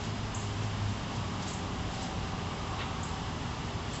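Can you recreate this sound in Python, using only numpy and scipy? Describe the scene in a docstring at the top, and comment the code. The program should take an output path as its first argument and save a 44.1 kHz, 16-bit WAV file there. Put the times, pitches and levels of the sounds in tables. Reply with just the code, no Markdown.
"""Outdoor enclosure near a road: a bear forages in a heap of cut branches. Mono.
Distant traffic rumbles and hisses, one engine drones and slows, machinery hums with a faint high whine.
Leaves crackle as the branches move. A small bird gives short rising chips that echo off the buildings.
Something rasps once."""
import sys
import numpy as np
from scipy import signal
from scipy.fft import rfft, irfft
from scipy.io import wavfile

SR = 44100
rng = np.random.default_rng(int(sys.argv[2]) if len(sys.argv) > 2 else 0)


def wrap_up_sound(samples):
    """Save the sound to the file named by the first command line argument, as 16-bit audio."""
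    columns = np.atleast_2d(samples).T
    # keep every value between -1 and 1, then stretch to whole-number steps
    tamed = np.clip(columns, -1, 1)
    steps = np.round(tamed * 32767).astype(np.int16)
    wavfile.write(sys.argv[1], SR, steps)


N = 176400


def undb(db):
    """Decibels to gain."""
    return 10 ** (np.asarray(db) / 20)


def times():
    """Sample times in s."""
    return np.arange(N) / SR


def curve(rows, column=1):
    """One table column, linearly interpolated in time."""
    rows = np.array(rows)
    return np.interp(times(), rows[:, 0], rows[:, column])


def colour(x, spectrum):
    """Filter x by rows of f/Hz, level/dB; scale to rms 1."""
    hz, db = np.array(spectrum).T
    log_f = np.log(np.maximum(np.arange(N // 2 + 1) * SR / N, 1))
    y = irfft(rfft(x) * undb(np.interp(log_f, np.log(hz), db)), N)
    return y / y.std()


def noise(spectrum):
    """Coloured noise, rms 1."""
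    return colour(rng.standard_normal(N), spectrum)


def walk(cutoff_hz):
    """Smooth random wander, rms 1."""
    hz = np.arange(N // 2 + 1) * SR / N
    y = irfft(rfft(rng.standard_normal(N)) * np.exp(-(hz / cutoff_hz) ** 2) * (hz > 0), N)
    return y / y.std()


def phase_rad(hz):
    """Phase of a moving frequency, random start."""
    return 2 * np.pi * (np.cumsum(hz) / SR + rng.random())


def yard_echo(x, t60_s=0.44):
    """Diffuse echo from trees and walls."""
    tail = rng.standard_normal(N) * np.exp(-np.log(1000) * times() / t60_s)
    return signal.fftconvolve(x, tail / np.sqrt(np.sum(tail ** 2)))[:N]


def traffic():
    """Steady distant wash; tyre hiss and exhaust roar swell as cars pass."""
    # f/Hz, relative density/dB
    wash_spectrum = [(12, -43), (20, -10.5), (69, -4.5), (104, 2), (133, -3.5), (166, -7), (241, -7.5),
                     (342, -14), (397, -13.5), (497, -18.5), (705, -13.5), (759, -14.5), (839, -12.5),
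                     (1190, -17), (1530, -20), (2450, -23.5), (2910, -20), (4340, -27), (7700, -32),
                     (10000, -80.5), (16900, -120)]
    tyre_spectrum = [(300, -17), (600, -7.5), (850, 0.5), (1150, 7.5), (1500, -13), (3000, -35)]
    roar_spectrum = [(90, -11.5), (170, -0.5), (260, 2.5), (340, -1), (600, -6.5), (1200, -35.5)]
    # t/s, level/dB
    tyre_levels = [(0, -54.5), (.7, -53.5), (1.4, -46), (1.9, -54), (2.3, -49), (2.8, -44.5), (3.1, -46),
                   (3.3, -51.5), (4, -49.5)]
    roar_levels = [(0, -73), (.9, -53.5), (1.6, -47), (2.4, -47.5), (2.8, -51.5), (4, -54)]
    wash = undb(-37.5 + 0.1 * walk(15)) * noise(wash_spectrum)
    tyres = undb(curve(tyre_levels)) * noise(tyre_spectrum)
    roar = undb(curve(roar_levels)) * noise(roar_spectrum)
    return wash + tyres + roar


def engine(jitter=0.0047):
    """Far exhaust note and its octave, sinking as the vehicle slows."""
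    # t/s, firing rate/Hz, fundamental level/dB, octave level/dB
    exhaust = [(0, 105, -44, -54), (.06, 105.6, -36, -54), (.27, 103.8, -45.5, -50.5), (.48, 104, -36, -51),
               (.55, 104, -42, -52.5), (.65, 104.5, -35, -45), (.75, 103.8, -42, -53),
               (.84, 102.7, -32.5, -46.5), (1.06, 101.6, -49.5, -46.5), (1.15, 100.1, -39, -50),
               (1.35, 95.3, -47, -46.5), (1.65, 91.5, -45, -44.5), (2.2, 90, -48, -49),
               (2.6, 86, -44.5, -51), (4, 82, -52.5, -61)]
    firing_rad = phase_rad(curve(exhaust) * (1 + jitter * walk(10)))
    fundamental = undb(curve(exhaust, column=2)) * np.sin(firing_rad)
    octave = undb(curve(exhaust, column=3)) * np.sin(2 * firing_rad)
    return np.sqrt(2) * (fundamental + octave)


def machinery(waver_db=1.95, drift=0.00042):
    """Steady hum and whine, wavering on their way through the air."""
    # f/Hz, level/dB
    tones = [(57.5, -50), (160, -50), (235, -55), (266, -60), (385, -63), (409, -56), (1518, -70.5),
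             (1986, -67), (2218, -67), (2686, -71), (2803, -66), (4904, -66.5), (5081, -66), (5196, -72)]
    hum = np.zeros(N)
    for hz, db in tones:
        gain = undb(db + waver_db * walk(4))
        hum += gain * np.sin(phase_rad(hz * (1 + drift * walk(4.4))))
    return np.sqrt(2) * hum


def fan(pitch_hz=769.6, waver_db=3, drift=0.003):
    """One fan tone that swells and wavers."""
    # t/s, level/dB
    levels = [(0, -59), (.5, -65), (1.4, -62), (1.9, -49), (2.6, -56.5), (3.1, -50), (3.6, -57.5), (4, -61)]
    gain = undb(curve(levels) + waver_db * walk(12))
    return np.sqrt(2) * gain * np.sin(phase_rad(pitch_hz * (1 + drift * walk(18))))


def leaves(crackles_per_s=7000, spread_db=2):
    """Dense tiny crackles, swelling whenever the branches move."""
    # peak t/s, rise and fall time constant/s, relative level/dB
    rustles = [(.05, .04, -48.5), (.45, 0.047, -53), (.64, 0.051, -51), (.9, 0.052, -53.5),
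               (1.16, 0.05, -52.5), (1.43, .012, -49), (1.495, .05, -46), (1.94, 0.029, -50),
               (2.03, 0.05, -47), (3.14, .012, -56), (3.95, 0.04, -48)]
    # f/Hz, relative density/dB
    crackle_spectrum = [(800, -14), (2000, -5.5), (3300, 0.5), (5000, -0.5), (7800, -3)]
    clicks = (rng.random(N) < crackles_per_s / SR) * rng.standard_normal(N)
    clicks *= undb(spread_db * np.minimum(rng.exponential(size=N), 4))
    motion = sum(undb(db) * np.exp(-np.abs(times() - peak_s) / tau_s) for peak_s, tau_s, db in rustles)
    return 2 * motion * colour(clicks, crackle_spectrum)


def bird(chip_s=0.014, rise_hz_per_s=225000):
    """Very fast upward whistles, each followed by its echo."""
    # start t/s, start f/Hz, level/dB
    chips = [(.342, 5530, -38), (0.396, 5360, -46), (1.476, 5800, -41.5), (1.529, 5450, -43),
             (2.022, 6340, -44.5), (3.027, 5740, -40.5), (3.93, 6476, -40.5)]
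    whistles = np.zeros(N)
    for start_s, hz, db in chips:
        age_s = np.clip(times() - start_s, 0, chip_s)
        envelope = undb(db) * np.sin(np.pi * age_s / chip_s) ** 2
        whistles += envelope * np.sin(phase_rad(hz + rise_hz_per_s * age_s))
    return np.sqrt(2) * whistles + undb(4) * yard_echo(whistles)


def rasp(peak_s=2.811, sigma_s=0.019, level_db=-38, echo_db=-6):
    """One brief scratchy noise burst with a little echo."""
    # f/Hz, relative density/dB
    spectrum = [(600, -5), (1300, -3), (2000, -1.5), (2700, 2.5), (3900, -2.5), (4800, -18), (7500, -27)]
    envelope = undb(level_db) * np.exp(-((times() - peak_s) / sigma_s) ** 2 / 2)
    burst = envelope * noise(spectrum)
    return burst + undb(echo_db) * yard_echo(burst)


def scene():
    """All sources, identical in both channels."""
    mono = traffic() + engine() + machinery() + fan() + leaves() + bird() + rasp()
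    return np.array([mono, mono])


def record(dry):
    """Steep elliptic low-pass."""
    cutoff_hz = 7780
    return signal.sosfilt(signal.ellip(14, .1, 80, cutoff_hz, fs=SR, output="sos"), dry)


dry = scene()
out = record(dry)
wrap_up_sound(out)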